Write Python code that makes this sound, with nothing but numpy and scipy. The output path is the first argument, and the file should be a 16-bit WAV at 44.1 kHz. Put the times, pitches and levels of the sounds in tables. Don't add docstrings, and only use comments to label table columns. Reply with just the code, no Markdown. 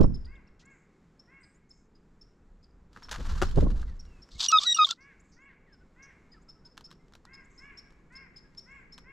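import sys
import numpy as np
from scipy import signal
from scipy.fft import rfft, irfft, next_fast_len
from scipy.io import wavfile
from scipy.ndimage import uniform_filter1d

SR = 44100
rng = np.random.default_rng(int(sys.argv[2]) if len(sys.argv) > 2 else 0)


def makeup_ratio(level_db):
    decades = np.asarray(level_db, float) / 20
    return 10 ** decades


def log_audio(samples):
    frames = np.atleast_2d(samples).T
    limited = np.clip(frames, -1, 1)
    pcm = np.round(limited * 32767).astype(np.int16)
    wavfile.write(sys.argv[1], SR, pcm)


N = 402191
T = np.arange(N) / SR


def unit(x):
    return x / np.sqrt(np.mean(x ** 2))


def colour(points):
    hz, db = np.transpose(points)
    log_hz = np.log(np.fft.rfftfreq(N, 1 / SR) + 1)
    gain = makeup_ratio(np.interp(log_hz, np.log(hz), db))
    return unit(irfft(rfft(rng.standard_normal(N)) * gain, N))


def band(x, lo_hz, hi_hz, order=2):
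    return signal.sosfilt(signal.butter(order, [lo_hz, hi_hz], "bandpass", fs=SR, output="sos"), x)


def walk(rate_hz):
    k = int(SR / rate_hz)
    steps = np.repeat(rng.standard_normal(N // k + 1), k)
    return unit(uniform_filter1d(uniform_filter1d(steps, k), k)[:N])


def patchy(x, depth_db, rate_hz):
    edges_hz = np.geomspace(400, 16000, num=9)
    out = 0
    for k in range(8):
        out = out + (-1) ** k * band(x, edges_hz[k], edges_hz[k + 1]) * makeup_ratio(depth_db * walk(rate_hz))
    return unit(out)


def track(tables, fade_s=0.0014):
    rows = np.concatenate(tables)
    gate = 0
    for t in tables:
        inside_s = np.minimum(T - t[0][0] + fade_s, t[-1][0] + fade_s - T)
        gate = gate + np.clip(inside_s / fade_s, 0, 1)
    return np.interp(T, rows[:, 0], rows[:, 1]), np.minimum(gate, 1)


def bump(s, ms):
    return np.exp(-(1000 * (T - s) / ms) ** 2)


def pan(x, db):
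    return x * makeup_ratio(np.array([db, -db]).reshape(2, -1) / 2)


def add(out, s, piece):
    i = max(int(s * SR), 0)
    n = min(piece.shape[-1], N - i)
    out[..., i:i + n] += piece[..., :n]


def stack(table, partials, waver, shake=1):
    s, hz = np.transpose(table)[:2]
    t = np.arange(s[0], s[-1], 1 / SR)
    i = (t * SR).astype(int)
    phase = 2 * np.pi * np.cumsum(np.interp(t, s, hz) * (1 + waver[i % N])) / SR
    edge = np.clip(np.minimum(t - s[0], s[-1] - t) / 0.0018, 0, 1)
    note = np.zeros(len(t))
    for k, db in partials:
        if k * hz.max() < .36 * SR:
            shimmer_db = (.4 + 1.1 * min(k - 1, 3)) * waver[(i + 9000 * k) % N] / waver.std()
            note += makeup_ratio(np.interp(t, s, db) + shake * shimmer_db) * np.sin(k * phase)
    return np.sqrt(2) * edge * note


def hum():
    # pitch_hz, level_db
    spectrum = [(60, -13), (110, -15), (160, -6), (315, -14), (450, -16.5), (600, -25), (1300, -26.5),
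                (2000, -32.5), (3000, -41.5), (4000, -42.5), (6000, -44.5), (7500, -43), (8600, -54),
                (15500, -68)]
    # time_s, level_db
    loudness = [(0, -60.5), (.6, -63.5), (1.6, -64.5), (2.8, -64), (4.3, -61), (4.5, -64), (4.9, -66),
                (5.1, -65.5), (6.5, -62), (9.12, -62)]
    # time_s, level_db
    breezes = [
        [(0.5, -58), (0.83, -72), (2.9, -56)],
        [(4.45, -65), (4.75, -76), (5.3, -62.5), (9.12, -60.5)],
    ]
    level = makeup_ratio(np.interp(T, *np.transpose(loudness)) + 0.85 * walk(3.8))
    breeze_db, gate = track(breezes, 0.098)
    breeze = gate * makeup_ratio(breeze_db) * unit(band(rng.standard_normal(N), 6.9, 50))
    air = colour(spectrum)
    air = air + band(air, 2500, 16000, order=1) * (makeup_ratio(2.2 * walk(3.5)) - 1)
    return level * (air + 0.32 * colour(spectrum) * np.array([[1], [-1]])) + breeze


def eddies(lo_hz, hi_hz, smooth_s):
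    x = band(rng.standard_normal((2, N)), lo_hz, hi_hz, order=3)
    return x / np.sqrt(uniform_filter1d(x ** 2, int(smooth_s * SR), axis=1) + 1e-12)


def gusts():
    # time_s, level_db
    flows = [
        [(0.0, -20.5), (0.05, -14.5), (0.1, -29.5), (0.308, -44), (0.5, -68)],
        [(2.9, -72), (3.2, -35.5), (3.33, -26.5), (3.41, -30.5), (3.45, -27), (3.53, -31), (3.579, -18),
         (3.72, -24), (4.25, -57.5)],
        [(4.27, -80), (4.354, -40), (4.45, -68)],
    ]
    # time_s, left_minus_right_db
    side = [(0, -29), (.2, -4.5), (3.5, 2.5), (3.57, -37), (3.62, 0), (3.75, -3), (4.2, 11.5)]
    # centre_s, level_db, length_ms, brightness_db
    slaps = [(.012, -15.5, 11.4, -7.5), (.044, -24.5, 6, 2), (.11, -35.5, 48, -43), (2.975, -53, 15, -9),
             (3.12, -55, 30, -12), (3.2, -42, 18, -6), (3.583, -20, 9, 0), (3.63, -28.5, 7.2, 0),
             (3.648, -25.5, 13, -18), (3.671, -29, 3.5, -1), (3.71, -40, 12, -28)]
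    flow_db, gate = track(flows, 0.025)
    flow_db = uniform_filter1d(flow_db, size=300)
    push, flutter, buffet = makeup_ratio(flow_db), makeup_ratio(1.32 * flow_db - 9.5), makeup_ratio(1.29 * flow_db - 22.5)
    for s, db, ms, bright_db in slaps:
        slap = makeup_ratio(db) * bump(s, ms)
        flutter, buffet = flutter + slap, buffet + makeup_ratio(bright_db) * slap
    slow = eddies(10, 55, 0.029)
    spatter = makeup_ratio(-14.5 + 5.8 * walk(150)) * eddies(552, 1100, 0.0087)
    quick = flutter * eddies(70, 220, 0.031) + buffet * (eddies(240, 535, 0.016) + spatter)
    lean = pan(1, np.interp(T, *np.transpose(side)))
    air = push * (slow[0] + 0.4 * slow[1] * np.array([[1], [-1]]))
    air = air + 2 * quick * lean / np.sqrt(np.sum(lean ** 2, axis=0))
    return .6 * np.tanh(gate * air / .6)


def tray():
    # start_s, peak_db, brightness_db
    scrapes = [(0.0096, -35, 4.5), (0.03, -41, 4), (2.9298, -55, 8.5), (2.9624, -43, -4), (2.972, -44, -3),
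               (3.022, -43, -3), (3.028, -46, 5), (3.085, -42, -6), (3.092, -35, 1), (3.1118, -25, 4),
               (3.117, -28, 4), (3.122, -31, 4), (3.127, -30, 1), (3.1407, -34, 1.5), (3.147, -35, 0),
               (3.1592, -34, 1), (3.1822, -41, 1), (3.2063, -42.5, -6), (3.245, -42, 3), (3.2523, -41, -1),
               (3.3229, -39, 2), (3.3518, -41, -2), (3.4032, -42, 0), (3.4165, -19, -1), (3.422, -22, 2),
               (3.431, -27, 2), (3.468, -43, 2), (3.5109, -40, 7), (3.558, -39, 6.5), (3.5878, -44, 5),
               (3.6322, -47, 3), (3.6855, -52, -5), (3.7115, -50, 0), (3.7589, -46, -1), (3.7768, -48, 4),
               (3.7948, -51, 4), (3.816, -46.5, 8), (3.8291, -44, -5), (3.906, -58, 2), (3.9659, -58, 2)]
    # start_s, peak_db
    ticks = [(4.052, -47.5), (4.289, -51.5), (6.771, -44), (6.777, -31.5), (6.809, -41.5), (6.906, -47),
             (6.913, -38.5), (6.926, -51), (7.082, -57.5), (7.123, -52), (7.136, -42.5), (7.152, -40),
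             (7.252, -41), (7.341, -47.5), (7.905, -49.5), (7.923, -56), (8.549, -51.5), (8.979, -37),
             (8.984, -42.5)]
    # pitch_hz, level_db_per_hz
    grit = [(1290, -1), (2200, -4.5), (3000, 2), (4190, 3), (7620, -5), (8600, -14), (12000, -18),
            (16000, -27)]
    # time_s, level_db
    rustle = [(2.91, -84), (2.95, -69), (3.1, -66), (3.12, -55.5), (3.238, -55), (3.42, -53),
              (3.866, -69.5), (4.0, -78)]
    # centre_s, level_db, length_ms
    flaps = [(3.135, 2, 25), (3.215, 4, 18), (3.262, 6, 22), (3.31, 1.5, 14), (3.365, 3, 22),
             (3.445, 5, 20), (3.5, 3, 15), (3.6, 5, 30), (3.7, 4, 25), (3.8, 4, 35)]
    # pitch_hz, level_db, t60_s
    modes = [(385.3, -1.5, 0.08), (572, -5, 0.024), (760, 1.5, 0.016), (1197, -0.5, 0.016),
             (1362, -24, 0.19)]
    # start_s, level_db
    landing = [
        (3.4185, -18.5),
        (3.424, -12),
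        (3.433, -17),
        (3.438, -27.5),
    ]
    low = unit(band(rng.standard_normal(N), 900, 1700))
    high = patchy(colour(grit), 1.2, 70)

    rustle_db, gate = track([rustle], .02)
    flicker_db = 2.6 * walk(200) + 1.8 * walk(30)
    rustle_db = rustle_db - 3 + sum(d * bump(s, ms) for s, d, ms in flaps)
    out = pan(gate * makeup_ratio(rustle_db + flicker_db) * (makeup_ratio(1.5) * low + high), 0)
    out += .7 * np.roll(out[0], 300) * np.array([[1], [-1]])

    t = np.arange(int(.05 * SR)) / SR
    bright_ticks = [(s, db, 2) for s, db in ticks]
    for events, rise_s, t60_s, trim_db in ((scrapes, .001, .028, -7), (bright_ticks, .0006, .012, -4)):
        shape = np.minimum(1, t / rise_s) * (makeup_ratio(trim_db - 60 * t / t60_s) + makeup_ratio(-26 - 60 * t / .12))
        for s, db, bright_db in events:
            i = int(s * SR) - 20000
            burst = makeup_ratio(-bright_db) * low[i:i + len(t)] + makeup_ratio(bright_db - 5.5) * high[i:i + len(t)]
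            add(out, s, makeup_ratio(db) * shape * burst)

    ring = sum(makeup_ratio(db - 60 * t / t60_s) * np.sin(2 * np.pi * hz * t) for hz, db, t60_s in modes)
    for s, db in landing:
        add(out, s, pan(makeup_ratio(db) * ring / np.abs(ring).max(), 5.8))
    return out


def chip(db, hz, ms, leg, breath):
    u = np.arange(0, 1 + leg, 1000 / ms / SR)
    arch, late = 2 * np.minimum(u, 1) - 1, np.maximum(u - .85, 0)
    pitch = 1.015 - .12 * arch ** 2 - .1 * arch ** 8 - .55 * late + .018 * breath[::-1][:len(u)]
    phase = 2 * np.pi * np.cumsum(hz * pitch) / SR
    swell_db = db - 3 * arch ** 2 - 26 * arch ** 6 - 3 * late - 22 * leg * np.minimum(arch, 0) ** 2
    swell = makeup_ratio(swell_db) * np.minimum(1, 7 * np.minimum(u, 1 + leg - u))
    image = makeup_ratio(-27) * np.sin(2 * np.pi * 12000 * u * ms / 1000 - phase)
    return swell * (1 + breath[:len(u)]) * (np.sin(phase) + makeup_ratio(-34) * np.sin(2 * phase) + image)


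def songbirds():
    # top_s, peak_db, top_hz
    chips = [(0.033, -51, 5340), (0.148, -51.5, 5150), (0.253, -58.5, 4860), (1.1987, -54.5, 5330),
             (1.436, -60.5, 4980), (1.71, -54.5, 5250), (1.9555, -61.5, 4970), (2.218, -53.5, 5370),
             (2.6354, -55.5, 5110), (3.0385, -48, 5430), (3.47, -49, 5450), (4, -48, 5490),
             (4.2259, -51.5, 5402), (5.73, -61.5, 5230), (6.0285, -60, 5800), (6.323, -57, 4987),
             (6.49, -50.5, 5285), (6.6553, -50, 5180), (6.8473, -46.5, 5314), (7.3384, -51.5, 5186),
             (7.5824, -52, 5250), (7.7787, -45, 5440), (8.1589, -47.5, 5230), (8.366, -48, 5200),
             (8.579, -43.5, 5370), (8.928, -47, 5320)]
    # delay_s, level_db
    trunks = [(.006, -12), (.011, -14), (.027, -17), (.057, -19)]
    # top_s, top_hz, level_db, octave_db
    arches = [(.036, 5300, -64, -20), (.154, 5300, -63, -14), (.258, 4750, -65, -14), (.359, 3750, -70, -8),
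              (.479, 2780, -73, 4)]
    # start_s, length_s, level_db
    flicks = [(0.652, .014, -65), (1.539, 0.045, -74.5), (1.691, .014, -69), (5.195, 0.021, -68),
              (5.399, 0.068, -79.5), (6.415, 0.022, -73.5), (7.441, 0.022, -71), (8.708, 0.022, -75.5)]
    # start_s, length_s, from_hz, to_hz, level_db
    glides = [(3.87, 0.068, 2150, 1736, -67), (4.058, 0.16, 2925, 2507, -72),
              (5.091, .07, 2100, 1476, -65.5), (5.481, 0.071, 2092, 1600, -64),
              (5.663, 0.11, 2150, 1395, -67), (6.088, 0.052, 2095, 1694, -64.5),
              (6.328, .045, 2060, 1600, -65), (6.989, 0.075, 2034, 2140, -74.5),
              (8.439, 0.05, 1660, 1650, -68), (7.849, 0.05, 1633, 1597, -67.5),
              (5.805, .03, 1510, 1480, -68), (6.362, .028, 1400, 1250, -65), (6.478, .025, 1360, 1300, -67),
              (6.553, .025, 1320, 1300, -71), (6.63, .06, 1480, 1520, -72), (6.655, .04, 960, 930, -71),
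              (6.875, .03, 1350, 1400, -70)]
    # start_s, length_s, pitch_hz, width_hz, level_db
    trills = [(0.592, 0.05, 4700, 4600, -65), (0.693, 0.18, 7100, 1390, -77.5),
              (1.398, 0.18, 7970, 1200, -75.5), (1.716, 0.17, 6900, 1500, -78),
              (5.236, 0.13, 7110, 1477, -77.5), (5.316, 0.079, 5470, 1780, -68),
              (5.004, 0.065, 5240, 1516, -68), (6.023, 0.049, 5700, 1420, -61),
              (7.496, 0.2, 6850, 1800, -74.5), (8.74, 0.11, 7400, 797, -80.5),
              (8.121, 0.035, 6280, 5100, -73.5)]
    out = np.zeros((2, N))
    breath = 0.18 * walk(300) + 0.11 * unit(band(rng.standard_normal(N), 700, 2100))
    quaver = .8 * walk(350)

    for s, db, hz in chips:
        leg, ms = (.6, 23) if s < 4.5 else (.1, 31)
        note = chip(db, hz, ms, leg, (breath + leg * quaver)[int(s * SR):][:SR // 10])
        add(out, s - .009, pan(note, 3.1))
        scatter = rng.standard_normal((len(trunks), 2))
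        for (lag_s, echo_db), (shift, size) in zip(trunks, scatter):
            echo = pan(makeup_ratio(echo_db + 2 * size) * note, 4 * shift)
            add(out, s - .009 + lag_s * (1 + .1 * shift), echo)

    u = np.linspace(-1, 1, num=15)
    for s, hz, db, octave_db in arches:
        arch = np.transpose([s + .027 * u / 2, hz * (1 - .5 * np.abs(u) ** 1.7)])
        partials = [(1, db - 9 * np.abs(u)), (2, db + octave_db - 14 * np.abs(u))]
        add(out, arch[0, 0], stack(arch, partials, .06 * breath))

    sweeps = [(s, length, 6000, 7850, db) for s, length, db in flicks] + list(glides)
    for s, length, from_hz, to_hz, db in sweeps:
        u = np.linspace(0, 1, int(length * SR))
        phase = 2 * np.pi * np.cumsum(from_hz + (to_hz - from_hz) * u ** .7) / SR
        swell = makeup_ratio(db) * np.sqrt(2 * np.sin(np.pi * u))
        add(out, s, swell * np.sin(phase) * (1 + 2 * breath[:len(u)]))

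    hiss = rng.standard_normal(N)
    for s, length, hz, width_hz, db in trills:
        u = np.linspace(0, 1, int(length * SR))
        buzz = band(hiss[int(s * SR):][:len(u)], hz - width_hz / 2, hz + width_hz / 2, order=4)
        swell = np.minimum(1, 12 * u) * (1 - u ** 2.4)
        add(out, s, makeup_ratio(db) * unit(buzz) * swell * (1 + breath[:len(u)]))
    return out


def crows():
    # start_s, top_hz, level_db
    caws = [(0.262, 548, -66), (0.618, 551.4, -66.5), (1.274, 548.5, -63.5), (4.974, 566.2, -63.5),
            (5.365, 553.3, -63), (5.961, 558.3, -62.5), (7.265, 546.8, -61), (7.584, 565, -58.5),
            (8.102, 547.8, -59), (8.658, 554.4, -60), (9.04, 554, -59.5)]
    # multiple, level_db
    caw_partials = [(2, -7.5), (3, -2), (4, 2), (5, -13), (6, -27)]
    out, waver = np.zeros(N), 0.0076 * walk(150)
    u = np.linspace(0, 1, num=12)
    for s, hz, db in caws:
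        length_s = .175 if s > 1 else .15
        arch = np.transpose([s + length_s * u, hz * (1 - 0.6 * (u - .52) ** 2)])
        swell_db = db - 11 * np.abs(2 * u - 1) ** 3
        add(out, s, stack(arch, [(k, swell_db + d) for k, d in caw_partials], waver, shake=.4))
    return out * (1 + .12 * walk(60) + .2 * walk(500))


def woods(x, t60_s, db, gap_s=0.0025, steady=.35):
    t = np.arange(int(.8 * SR)) / SR
    decay = makeup_ratio(1.1 * walk(40)[:len(t)] - 60 * t / t60_s) * np.clip(t / gap_s, 0, 1) ** 2
    tail = rng.standard_normal((2, len(t))) * decay
    tail = tail / np.sqrt(np.sum(tail ** 2) / 2)
    blurred = x * (steady + .8 * walk(700))
    return x + makeup_ratio(db) * signal.fftconvolve(blurred, tail, axes=1)[:, :N]


def sing(s, length, hz, db, sag, kind):
    (attack_s, release_s, settle, swell_db), first, last = kind
    first, last = np.array(first), np.array(last)
    edge_db = -26
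    levels = db + np.array([first + edge_db, first, (first + last) / 2 + swell_db, last, last + edge_db])
    u = np.linspace(0, length, num=24)
    knots_s = [0, attack_s, length / 2, length - release_s, length]
    levels = [np.interp(u, knots_s, column) for column in levels.T]
    return np.column_stack([s + u, hz * (1 + sag * np.exp(-settle * u / length)), *levels])


def jay():
    # start_s, length_s, pitch_hz, level_db, sag_share
    squeaks = [(4.482, .034, 2810, -17, .05), (4.743, .038, 2785, -22, .045)]
    whistles = [(4.521, .065, 1263, -14.5, .08), (4.783, .066, 1243, -15.5, .03)]
    pipes = [(4.648, .098, 1885, -18, .07)]
    # (attack_s, release_s, settling_rate, mid_swell_db),
    # then levels_db of partials 1-4 after the attack, and before the release
    squeak = (.004, .006, 1.5, -3), (-9.5, -0.5, -14, -36), (-22, -17, -38, -50)
    whistle = (.007, .012, 7, 2), (-1.5, -16, -21, -29), (-4.5, -27, -10, -19)
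    pipe = (0.022, .018, 3, 2), (-25, -4, -22, -34), (-27, -7, -15, -22)
    # start_s, length_s, from_hz, to_hz, level_db
    mutters = [(4.5, .026, 1240, 1340, -42), (4.597, .011, 1000, 1250, -42), (4.612, .064, 1130, 1484, -39),
               (4.764, .027, 1300, 1270, -35), (4.866, .026, 1150, 1050, -45),
               (4.889, .019, 1420, 1370, -36), (4.914, .019, 1420, 1380, -39),
               (4.398, .022, 2500, 2350, -45), (4.35, .03, 2150, 2150, -66)]
    # centre_s, peak_db, pitch_hz, length_ms
    pops = [(4.579, -19, 3710, 4.6), (4.587, -8.5, 3650, 2.16), (4.592, -21, 3490, 2.7),
            (4.727, -17.5, 3810, 1.8), (4.847, -7, 3594, 1.17), (4.85, -16, 3500, 4.2),
            (4.857, -18, 3550, 1.3), (4.908, -23.5, 3510, 2.6), (4.918, -26, 3510, 2.5),
            (4.773, -29, 3648, 4.9), (4.518, -45, 620, 2), (4.597, -48, 720, 2.5), (4.856, -45, 660, 2.5),
            (4.728, -30, 7750, 2.5), (4.853, -38, 7000, 3), (4.891, -30, 3200, 2.5), (4.41, -30, 4700, 5)]
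    # pitch_hz, level_db
    throat = [(290, -65), (500, -30), (1080, -12.5), (2200, -23), (3610, 2), (4670, 0), (6960, -10.5),
              (8130, -14), (8860, -41), (11000, -28.5), (15000, -55)]
    # time_s, level_db
    rasp = [(4.3, -79), (4.32, -57), (4.375, -58.5), (4.41, -30), (4.462, -30.5), (4.482, -45), (4.92, -43),
            (4.945, -65), (4.975, -80)]
    # centre_s, level_db, length_ms
    rasp_bursts = [(4.397, -33, 1.5), (4.405, -36, 2.5), (4.43, -31, 2), (4.452, -34, 1.6),
                   (4.462, -35, 2.2), (4.519, -29, 4), (4.603, -39, 3), (4.616, -38, 3.5), (4.636, -38, 5),
                   (4.635, -42, 25), (4.775, -43, 5), (4.87, -47, 4), (4.891, -39, 1.6),
                   (4.911, -22.5, 1.6), (4.925, -47, 5)]
    out, waver = np.zeros(N), .0065 * walk(120)
    for rows, kind in ((squeaks, squeak), (whistles, whistle), (pipes, pipe)):
        for row in rows:
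            note = sing(*row, kind)
            db = note.T[2:]
            high = [(k, db[3] - 15 * (k - 4) - 10 * (k * row[2] > 9000)) for k in range(5, 10)]
            add(out, row[0], stack(note, list(enumerate(db, 1)) + high, waver))
    still = 1 / (1 + 18 * uniform_filter1d(np.abs(out), size=200))

    hoarse = 1 + 0.5 * walk(200)
    for s, length, from_hz, to_hz, db in mutters:
        partials = [(1, [db] * 2), (2, [db - 15.5] * 2), (3, [db - 6] * 2)]
        tone = stack([(s, from_hz), (s + length, to_hz)], partials, 4 * waver)
        add(out, s, tone * np.hanning(len(tone)) ** .35 * hoarse[int(s * SR):][:len(tone)])

    t = np.arange(-.008, .008, 1 / SR)
    for s, db, hz, ms in pops:
        add(out, s - .008, makeup_ratio(db) * np.exp(-(1000 * t / ms) ** 2) * np.sin(2 * np.pi * hz * t))

    grit = unit(patchy(colour(throat), 1.8, 160) * makeup_ratio(2.4 * walk(450)))
    rasp_db, gate = track([rasp])
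    bursts = sum(makeup_ratio(d) * bump(s, ms) for s, d, ms in rasp_bursts)
    return out + (gate * makeup_ratio(rasp_db) * still + bursts) * grit


def mirror(x):
    image_hz = 24000
    size = next_fast_len(N)
    half = int(image_hz * size / SR / 2)
    spec = rfft(x, size)
    above = spec.shape[1] - half
    spec[:, half:] = np.conj(spec[:, half:half - above:-1])
    return band(irfft(spec, size)[:, :N], image_hz / 2, 13400)


def scene():
    far = woods(songbirds(), t60_s=.5, db=-11.5, gap_s=.015)
    far = far + woods(pan(crows(), 1.1), t60_s=1.05, db=-1.5, steady=0.85)
    voices = jay() + far
    image = makeup_ratio(-7) * mirror(band(voices, 7300, 11800, order=4))
    return voices + image + gusts() + tray() + hum()


def band_limit(x):
    return signal.sosfilt(signal.butter(12, 15960, fs=SR, output="sos"), x)


def record(dry):
    # time_s, side_gain_db
    width = [(0, 2), (.4, -8), (.9, -30), (3.38, -9), (3.42, 1.5), (3.9, -12), (4.3, -30), (5.0, -29),
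             (6.5, -11.5), (9.12, 1)]
    side = (dry[0] - dry[1]) / 2 * makeup_ratio(np.interp(T, *np.transpose(width)))
    mix = dry.mean(axis=0) + side * np.array([[1], [-1]])
    return band_limit(mix)


dry = scene()
out = record(dry)
log_audio(out)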